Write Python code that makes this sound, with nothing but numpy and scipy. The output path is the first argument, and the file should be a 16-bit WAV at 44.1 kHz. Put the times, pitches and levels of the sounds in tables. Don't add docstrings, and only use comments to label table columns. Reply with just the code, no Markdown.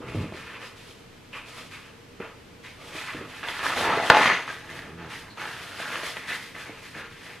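import sys
import numpy as np
from scipy import signal
from scipy.fft import rfft, irfft, next_fast_len
from scipy.io import wavfile
from scipy.ndimage import uniform_filter1d, map_coordinates

SR = 44100
rng = np.random.default_rng(int(sys.argv[2]) if len(sys.argv) > 2 else 0)


def waveform_to_disk(signal):
    frames = np.transpose(np.atleast_2d(signal))
    scaled = np.clip(frames, -1, 1) * 32767
    samples = np.round(scaled).astype(np.int16)
    wavfile.write(sys.argv[1], SR, samples)


N = 326340

# (frequency [Hz], relative level [dB])
HUM_SPECTRUM = [(15, -40.5), (25, 12), (48, -13), (113, -7), (215, -7), (289, -5.5), (339, -4.5), (468, -6),
                (613, -7.5), (1110, -8), (2480, -8.5), (3610, -13), (11200, -27.5), (13500, -28),
                (15400, -74)]
# (frequency [Hz], side minus mid [dB])
HUM_WIDTH = [(60, -19), (150, 1.5), (380, 3), (950, -1.5), (2380, -5.5), (5970, -1.5), (15000, -2)]
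# (frequency [Hz], bandwidth [Hz], level [dB])
ROOM_TONES = [(115, 140, -65), (466, 29, -60.5)]
# (frequency [Hz], gain [dB])
REFLECTION_SPECTRUM = [(60, -63), (250, -17), (640, -30), (1400, -26), (3000, -13.5), (5000, -2.5),
                       (9000, -9), (15000, 8.5)]
# (time [s], lag of the left port [us], left minus right [dB], share free of the roll [0-1])
PAPER_PLACE = [(0, 23, -0.5, 0.1), (2.2, 17, 0, 0), (2.7, 22, -0.3, 0.53), (3.4, 9.8, -1.2, 0.2),
               (4.3, 29, 0.6, 0.81), (4.8, 1, -0.7, 0.62), (7.4, 0.77, 0.3, 0.48)]
# (frequency [Hz], late share [dB])
LATE_SHARE_SPECTRUM = [(2500, -20), (6000, -6), (9000, 0)]
# (time [s], rise [s], hold [s], rumble level [dB])
TABLE_LEANS = [(0.04, 0.023, 0.041, -39), (0.145, 0.01, 0.047, -33.5), (3.12, 0.029, .03, -42.5),
               (3.5, 0.35, .08, -42), (4.11, 0.038, 0.021, -48), (4.6, 0.18, 0.1, -50),
               (6.93, 0.04, .02, -56)]
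# (frequency [Hz], relative level [dB])
RUMBLE_SPECTRUM = [(18, -46), (30, -32), (48, -10), (108, -0.5), (185, -6.5), (268, -6.5), (339, -11),
                   (373, -9.5), (500, -17), (650, -23), (1100, -120)]
# (time [s], peak [dB], hardness [dB per octave])
TABLE_KNOCKS = [(0.004, -32, 14), (0.039, -31, 5), (0.087, -31, 13), (0.147, -19.5, -8.5),
                (0.166, -24, -11), (0.207, -22.5, -13), (0.243, -27.5, 3), (0.322, -31, 22),
                (0.345, -30.5, 8), (2.201, -26.5, 16), (2.951, -30, 19), (3.146, -29.5, 7),
                (3.209, -30, 13), (5.794, -53.5, 38), (6.033, -30, 33), (6.695, -30.5, 37),
                (6.958, -34, -4), (7.117, -40, -6)]
# (frequency [Hz], level [dB], decay by 60 dB [s])
TABLE_MODES = [(108.3, 5, 0.26), (145, 4, 0.15), (228, 0, 0.2), (315, 8, 0.092), (375, 12.5, 0.038),
               (450, -7, 0.24), (550, -8.5, 0.035), (635, -17, 0.021)]
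# (time [s], rate [slips per s], level [dB], unevenness [0-1])
SEAT_CREAK = [(4.64, 84, -70, .25), (4.66, 84, -52, .25), (4.85, 76, -52, .2), (4.88, 74, -47, .03),
              (4.99, 87, -43, .02), (5.08, 76, -45, .03), (5.12, 74, -54, .25), (5.3, 84, -52, .2),
              (5.38, 84, -70, .25)]
# (frequency [Hz], relative level [dB])
SEAT_SPECTRUM = [(50, -19), (85, 2.5), (170, 4), (250, -5), (340, -1), (420, -0.5), (550, -39), (900, -56)]
# (time [s], length [s], frequency [Hz], bandwidth [Hz], level [dB])
THIN_SQUEAKS = [(.625, .07, 5030, 60, -61), (5.3, .05, 4150, 500, -54)]
# (time [s], rise [s], hold [s], crinkle level [dB], crinkle ring [Hz],
# free sheet boom re crinkle [dB], finger friction re crinkle [dB])
HAND_STROKES = [(0.0, 0.018, 0.042, -48, 1610, 4, -13), (0.055, 0.025, 0.1, -42, 2450, -5.5, -10),
                (0.14, 0.015, 0.069, -44, 2380, 0.5, -9), (0.23, 0.015, 0.024, -46, 2400, -2, -15),
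                (0.324, 0.008, 0.11, -43, 1730, -9, -11), (0.417, 0.06, 0.079, -40, 1700, -10.5, -15.5),
                (0.589, 0.028, 0.029, -42, 1810, -6, -6), (0.754, 0.01, 0.13, -53, 2080, -8, 1.5),
                (1.313, 0.022, 0.037, -37, 2800, -15, -13.5), (1.446, 0.024, 0.13, -47.5, 1780, -6, -2.5),
                (1.559, 0.023, 0.013, -44.5, 1870, -6, -3.5), (1.694, 0.019, 0.059, -42.5, 1700, -26, -8.5),
                (1.83, 0.016, 0.017, -48, 2980, -9, -15), (2.197, 0.0051, 0.045, -41.5, 1400, -4, -20),
                (2.625, 0.02, .025, -43, 2200, -23, -9), (2.753, 0.072, 0.14, -49, 2090, -3, -3),
                (2.909, 0.049, 0.064, -37, 1900, -15, -4.5), (3.042, 0.037, 0.018, -35, 1890, -32, -14.5),
                (3.124, 0.0086, 0.12, -44.5, 1800, -2, -13.5), (3.273, 0.026, 0.18, -43, 1820, -10, -9),
                (3.428, 0.0099, 0.016, -34, 1510, -7.5, -17), (3.46, 0.017, 0.018, -33.5, 1910, -8.5, -8),
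                (3.525, 0.016, 0.034, -37.5, 1570, -26, -5.5), (3.564, 0.039, 0.02, -33.5, 1700, -8, -23),
                (3.606, 0.035, 0.12, -29.5, 1910, -5.5, -9.5), (3.739, 0.035, 0.055, -29, 1710, -1.5, -8),
                (3.826, 0.024, 0.12, -28.5, 1930, 0.5, -17), (3.943, 0.019, 0.056, -35.5, 1550, 1, -7.5),
                (4.002, 0.022, 0.098, -34.5, 1780, 1, -2.5), (4.093, 0.0058, 0.028, -24.5, 1740, 1, -18.5),
                (4.132, 0.014, 0.032, -24.5, 2070, 3.5, -10.5), (4.201, 0.016, 0.051, -22, 1870, -11, -14),
                (4.28, 0.013, 0.018, -24.5, 1980, -11, -25), (4.476, 0.0039, 0.022, -36, 1620, -10, -10),
                (4.563, 0.016, 0.067, -46.5, 1780, -13, -10), (4.633, 0.016, 0.022, -57, 1710, 6.5, -8),
                (4.668, 0.032, 0.074, -42.5, 1850, -6.5, -6.5), (4.807, 0.016, 0.077, -47.5, 1780, -3, -28),
                (4.948, 0.043, 0.084, -45.5, 1540, -5.5, -16), (5.075, 0.03, 0.035, -38.5, 2000, -20, -8),
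                (5.213, .02, 0.072, -54, 1640, -3, -7.5), (5.363, 0.012, 0.034, -38.5, 1400, -8, -10),
                (5.388, 0.018, 0.084, -39, 1730, -3, -8), (5.5, 0.014, 0.33, -41.5, 1570, -9.5, -6.5),
                (5.746, 0.056, 0.14, -35.5, 1470, -11, -11.5), (5.876, 0.056, 0.057, -35.5, 1780, -7, -8),
                (6.002, 0.025, 0.054, -35, 1890, -9.5, -6.5), (6.155, 0.0041, 0.021, -40, 1950, -5.5, -3.5),
                (6.2, 0.016, 0.039, -41.5, 1980, -15, -23), (6.262, 0.028, 0.03, -31.5, 1950, -24, -9),
                (6.374, 0.014, 0.089, -47.5, 2040, -25, -2), (6.537, 0.014, 0.088, -42.5, 1680, -9, -8),
                (6.646, 0.011, 0.12, -45.5, 2340, -7.5, -9.5), (6.81, 0.018, 0.047, -45, 1880, -26, -7.5),
                (6.919, 0.033, 0.062, -38, 1650, -13.5, -14), (7.094, 0.012, 0.088, -51, 2070, -22, -5),
                (7.158, 0.1, 0.076, -44.5, 1980, -11, -12)]
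# (frequency [Hz], relative level [dB])
FRICTION_SPECTRUM = [(1880, -16), (3200, -4), (6820, -15.5), (11100, -18), (12700, -23.5), (15100, -34),
                     (15400, -43)]
# (time [s], frequency [Hz])
SHEET_BOOM_PITCH = [(0, 480), (3.4, 630), (3.63, 1250), (3.74, 1150), (3.78, 507), (3.82, 800), (3.86, 720),
                    (3.91, 960), (3.96, 740), (4.09, 760), (4.15, 830), (4.22, 890), (4.3, 1120),
                    (4.45, 700), (5.4, 890), (5.8, 550), (7.4, 550)]
# (frequency [Hz], relative level [dB])
BOOM_SPECTRUM = [(120, -4), (200, -9), (330, -1), (503, -0.5), (743, -1.5), (1020, -0.5), (1300, 3),
                 (1560, -2), (2640, -120)]
# (frequency [Hz], relative level [dB])
FREE_CRINKLE_SPECTRUM = [(410, -4.5), (700, -7.5), (934, -9), (1700, -5), (2110, -6), (2630, -8),
                         (2830, -9), (5000, -21.5), (6500, -2), (11000, -120)]
# (frequency [Hz], relative level [dB])
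ROLL_CRINKLE_SPECTRUM = [(410, -44), (700, -45), (754, -14.5), (1080, 0.5), (1200, -3), (1720, -2.5),
                         (2270, -2.5), (2480, 1.5), (5000, -27), (6500, -47), (11000, -120)]
# (time [s], peak [dB], ring [Hz])
PAPER_SNAPS = [(0.323, -32, 1220), (1.334, -33, 2800), (2.202, -32, 1310), (3.431, -21.5, 1550),
               (3.456, -39, 2400), (3.486, -16, 3120), (3.593, -21, 2650), (3.63, -29, 1250),
               (3.658, -16, 1260), (3.665, -14, 1780), (3.703, -16.5, 1190), (3.777, -23, 1660),
               (3.8101, -15, 850), (3.849, -18.5, 700), (3.882, -26, 816), (3.899, -25, 970),
               (3.923, -21, 1143), (3.9605, -23, 900), (3.976, -19, 745), (4.0, -16.5, 760),
               (4.024, -22, 750), (4.035, -22, 2000), (4.1022, -3.5, 1400), (4.1068, -18, 1390),
               (4.1095, -21, 1600), (4.1187, -9, 900), (4.148, -7.5, 810), (4.1552, -18, 920),
               (4.169, -6, 1010), (4.196, -12, 2100), (4.21, -10, 960), (4.233, -10.5, 1950),
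               (4.241, -10, 1800), (4.258, -7, 1510), (4.276, -11, 2000), (4.3, -11, 1200),
               (4.315, -16, 1900), (4.478, -23, 1310), (4.499, -24, 1750), (4.565, -28, 2510),
               (4.791, -24.5, 1800), (5.123, -29, 1460), (5.374, -36, 990), (5.417, -22, 1530),
               (5.455, -18.5, 1730), (5.801, -24.5, 650), (5.856, -27, 1560), (5.904, -22, 1530),
               (5.935, -24, 1700), (5.957, -19, 2700), (5.976, -36, 1600), (6.047, -29, 1690),
               (6.06, -30, 1890), (6.1694, -19.5, 1950), (6.283, -34, 1980), (6.296, -35, 2020),
               (6.312, -38, 3600), (6.319, -39, 1900), (6.564, -28, 1480), (6.951, -32, 1790)]
# (time [s], peak [dB], ring [Hz], decay by 60 dB [s])
PERFORATION_TEAR = (4.1002, 5, 1450, .022)

HUM_DB = -53.5
ROOM_T60_S, NEAR_T60_S, ROOM_DB = 0.38, 0.057, -7
ROOM_LOW_HZ = 300
LEAN_FADE_DB_PER_S, RUMBLE_FLOOR_DB = 103, -52.5
SETTLE_DB_PER_S, SLIDE_DB_PER_S = 140, 120
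SLIDE_BLUR_MS = 25
HANDS_APART_DB = -13
REST_DB, REST_HZ, REST_BOOM_DB, REST_FRICTION_DB = -78, 1850, -69.5, -85
CREASES_PER_S, FLEXES_PER_S, RUBS_PER_S = 8000, 8000, 12000
CLICK_SPREAD_DB = 2.3
CLUMP_DB, BOOM_CLUMP_DB, HISS_CLUMP_DB = 0.8, 1.3, 2.2
PATCH_DB, BOOM_PATCH_DB = 1.4, 2.0
PATCH_WIDTH_OCTAVES = 0.24
SNAP_T60_S, SNAP_TOP_HZ = 0.012, 3800
CEILING, CUTOFF_HZ = 0.97, 15600


def from_db(db):
    return 10 ** (np.asarray(db) / 20)


def rms_one(x):
    return x / np.sqrt(np.mean(x ** 2) + 1e-20)


def filtered(x, order, hz, kind):
    return signal.sosfilt(signal.butter(order, hz, kind, fs=SR, output="sos"), x)


def in_time(rows):
    s, *columns = np.transpose(rows)
    return [np.interp(np.arange(N) / SR, s, c) for c in columns]


def per_sample(x):
    return np.interp(np.arange(N) / SR * 1000, np.arange(len(x)), x)


def colour(x, spectrum):
    size = next_fast_len(x.shape[-1])
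    hz, db = np.transpose(spectrum)
    bins_hz = np.fft.rfftfreq(size, 1 / SR)
    gain = from_db(np.interp(np.log(bins_hz + 1), np.log(hz), db))
    return irfft(rfft(x, size) * gain, size)[..., :x.shape[-1]]


def drift(rate_hz):
    r = np.exp(-80 * np.pi * rate_hz / SR)
    noise = rng.standard_normal(N // 40 + 2002)
    slow = signal.lfilter([1], [1, -2 * r, r * r], noise)[2000:]
    return np.interp(np.arange(N) / 40, np.arange(len(slow)), rms_one(slow))


def narrow(hz, width_hz):
    return rms_one(filtered(rng.standard_normal(N), 2, [hz - width_hz / 2, hz + width_hz / 2], "band"))


def ring(clicks, hz, t60):
    r, w = from_db(-60 / (t60 * SR)), 2 * np.pi * hz / SR
    return signal.lfilter([0, np.sin(w)], [1, -2 * r * np.cos(w), r * r], clicks + 1e-18)


def grains(per_s, spread_db, clump_db):
    sizes = from_db(spread_db * np.minimum(rng.exponential(1, N), 5))
    signs = rng.choice([-1, 1], N)
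    struck = rng.random(N) < per_s / SR
    return rms_one(sizes * signs * struck) * from_db(clump_db * drift(10.3))


def swells(rows, fade_db_per_s):
    s, rise, hold, level_db = np.array(rows)[:, :4, None].transpose(1, 0, 2)
    since = np.arange(0, N / SR + 1 / 500, 1 / 1000) - s
    ramp = np.clip(since / rise, 0, 1) ** 2
    fade_db = fade_db_per_s * np.maximum(since - rise - hold, 0)
    return (ramp * from_db(level_db - fade_db)) ** 2


def hum():
    mid, side = colour(rng.standard_normal((2, N)), HUM_SPECTRUM)
    side = colour(side, HUM_WIDTH)
    tones = sum(from_db(db) * narrow(hz, width_hz) for hz, width_hz, db in ROOM_TONES)
    return from_db(HUM_DB) / np.std(mid) * (mid + side * [[1], [-1]]) + tones


def room(x):
    t = np.arange(SR // 2) / SR
    t60 = np.array([[ROOM_T60_S], [NEAR_T60_S]])
    tails = rng.standard_normal((2, len(t))) * from_db(-60 * t / t60) * (t > .002)
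    tails = tails / np.sqrt(np.sum(tails ** 2, axis=1, keepdims=True))
    common, opposite = signal.fftconvolve(x[None], tails, axes=1)[:, :N]
    common = filtered(common, 2, ROOM_LOW_HZ, "high")
    return from_db(ROOM_DB) * common, colour(opposite, REFLECTION_SPECTRUM)


def rumble():
    power = swells(TABLE_LEANS, LEAN_FADE_DB_PER_S).sum(axis=0) + from_db(2 * RUMBLE_FLOOR_DB)
    return per_sample(np.sqrt(power)) * rms_one(colour(rng.standard_normal(N), RUMBLE_SPECTRUM))


def knocks():
    out, size = np.zeros(N), 12000
    t = np.arange(size) / SR
    for s, peak_db, hardness_db in TABLE_KNOCKS:
        contact = rng.standard_normal(size) * from_db(-60 * t / 0.045) + 6.0 * (t == 0)
        knock = np.zeros(size)
        for hz, db, t60 in TABLE_MODES:
            tilt_db = hardness_db * np.log2(hz / 220)
            knock += from_db(db + tilt_db) * ring(contact, hz, t60)
        at = round(s * SR)
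        out[at:at + size] += (from_db(peak_db) * knock / np.abs(knock).max())[:N - at]
    return filtered(out, 2, 60, "high")


def creak():
    per_s, level_db, uneven = in_time(SEAT_CREAK)
    turns = np.cumsum(per_s / SR) + uneven * drift(28.6)
    slip_count = np.floor(np.maximum.accumulate(turns))
    slips = np.diff(slip_count, prepend=0) * from_db(10.0 * uneven * drift(44.0))
    audible = level_db > -69
    return -from_db(level_db) * audible * rms_one(colour(slips, SEAT_SPECTRUM))


def squeaks():
    t, out = np.arange(N) / SR, 0
    for s, length, hz, width_hz, level_db in THIN_SQUEAKS:
        envelope = (t > s) * np.exp(-np.clip((t - s) / length, 0, 3) ** 4)
        out = out + from_db(level_db) * narrow(hz, width_hz) * envelope
    return out


def finger_hiss(spread_db):
    return rms_one(colour(grains(RUBS_PER_S, spread_db, HISS_CLUMP_DB), FRICTION_SPECTRUM))


def patches(clicks, low_hz, high_hz, ring_hz, cycles, lift_db, patch_db, count):
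    dealt, out = rng.integers(0, count, N), 0
    for k, hz in enumerate(np.geomspace(low_hz, high_hz, count)):
        near = np.exp(-(np.log2(hz / ring_hz) / PATCH_WIDTH_OCTAVES) ** 2)
        patch = ring(clicks * (dealt == k), hz, cycles / hz) * hz
        out = out + patch * from_db(lift_db * near + patch_db * drift(6.0))
    return out


def sheet_boom():
    boom_hz, = in_time(SHEET_BOOM_PITCH)
    flexes = grains(FLEXES_PER_S, CLICK_SPREAD_DB, BOOM_CLUMP_DB)
    ringing = patches(flexes, 201, 1390, boom_hz, 12.3, 8.6, BOOM_PATCH_DB, count=14)
    return rms_one(colour(ringing, BOOM_SPECTRUM))


def crinkle(free, ring_hz):
    creases = grains(CREASES_PER_S, CLICK_SPREAD_DB, CLUMP_DB)
    ringing = patches(creases, 733, 4785, ring_hz, 23.5, 3.64 + 6.3 * free, PATCH_DB, count=18)
    loose = rms_one(colour(ringing, FREE_CRINKLE_SPECTRUM))
    wound = from_db(-2.0) * rms_one(colour(ringing, ROLL_CRINKLE_SPECTRUM))
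    return free * loose + (1 - free) * wound


def snaps():
    out, size = np.zeros(N), 2000
    t = np.arange(size) / SR
    for s, peak_db, hz, t60 in [PERFORATION_TEAR] + [(*snap, SNAP_T60_S) for snap in PAPER_SNAPS]:
        crack = rng.standard_normal(size) * from_db(-60 * t / t60) + 5.0 * (t == 0)
        tone = ring(crack, hz, 9.0 / hz)
        wide = filtered(crack, 4, [350, 3800], "band")
        snap = tone / np.abs(tone).max() + .4 * wide / np.abs(wide).max()
        snap = filtered(snap, 2, SNAP_TOP_HZ, "low")
        at = round(s * SR)
        out[at:at + size] += from_db(peak_db) * snap / np.abs(snap).max()
    return out


def thin(x):
    return filtered(x, 3, 130, "high")


def paper(free):
    power, rest = swells(HAND_STROKES, SETTLE_DB_PER_S), from_db(2 * REST_DB)
    stroke_hz, boom_db, friction_db = np.array(HAND_STROKES)[:, 4:].T
    crinkling = power.sum(axis=0) + rest
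    ring_hz = per_sample((stroke_hz @ power + REST_HZ * rest) / crinkling)
    booming = from_db(2 * boom_db) @ power + from_db(2 * REST_BOOM_DB)
    sliding = from_db(2 * friction_db) @ swells(HAND_STROKES, SLIDE_DB_PER_S) + from_db(2 * REST_FRICTION_DB)
    sliding = uniform_filter1d(sliding, size=SLIDE_BLUR_MS)
    slide_gain = per_sample(np.sqrt(sliding))

    sheet = per_sample(np.sqrt(crinkling)) * crinkle(free, ring_hz)
    sheet += per_sample(np.sqrt(booming)) * sheet_boom()
    sheet += slide_gain * finger_hiss(spread_db=1.0)
    apart = from_db(HANDS_APART_DB) * slide_gain * finger_hiss(spread_db=2.0)
    return thin(sheet + snaps()), apart


def scene():
    lag_us, pan_db, free = in_time(PAPER_PLACE)
    sheet, apart = paper(np.clip(free, 0, 1))
    near = sheet + squeaks() + knocks() + rumble() + creak()
    common, opposite = room(near)
    right = near + common
    late = map_coordinates(right, [np.arange(N) - lag_us * SR / 10 ** 6], order=3, mode="nearest")
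    left = right + colour(late - right, LATE_SHARE_SPECTRUM)
    placed = np.array([left * from_db(pan_db / 2), right * from_db(-pan_db / 2)])
    return placed + (opposite + apart) * [[1], [-1]] + hum()


def record(dry):
    dry = filtered(dry, 1, 28, "high")
    clipped = np.clip(dry, -CEILING, CEILING)
    return signal.sosfilt(signal.cheby2(16, 60, CUTOFF_HZ, fs=SR, output="sos"), clipped)


dry = scene()
out = record(dry)
waveform_to_disk(out)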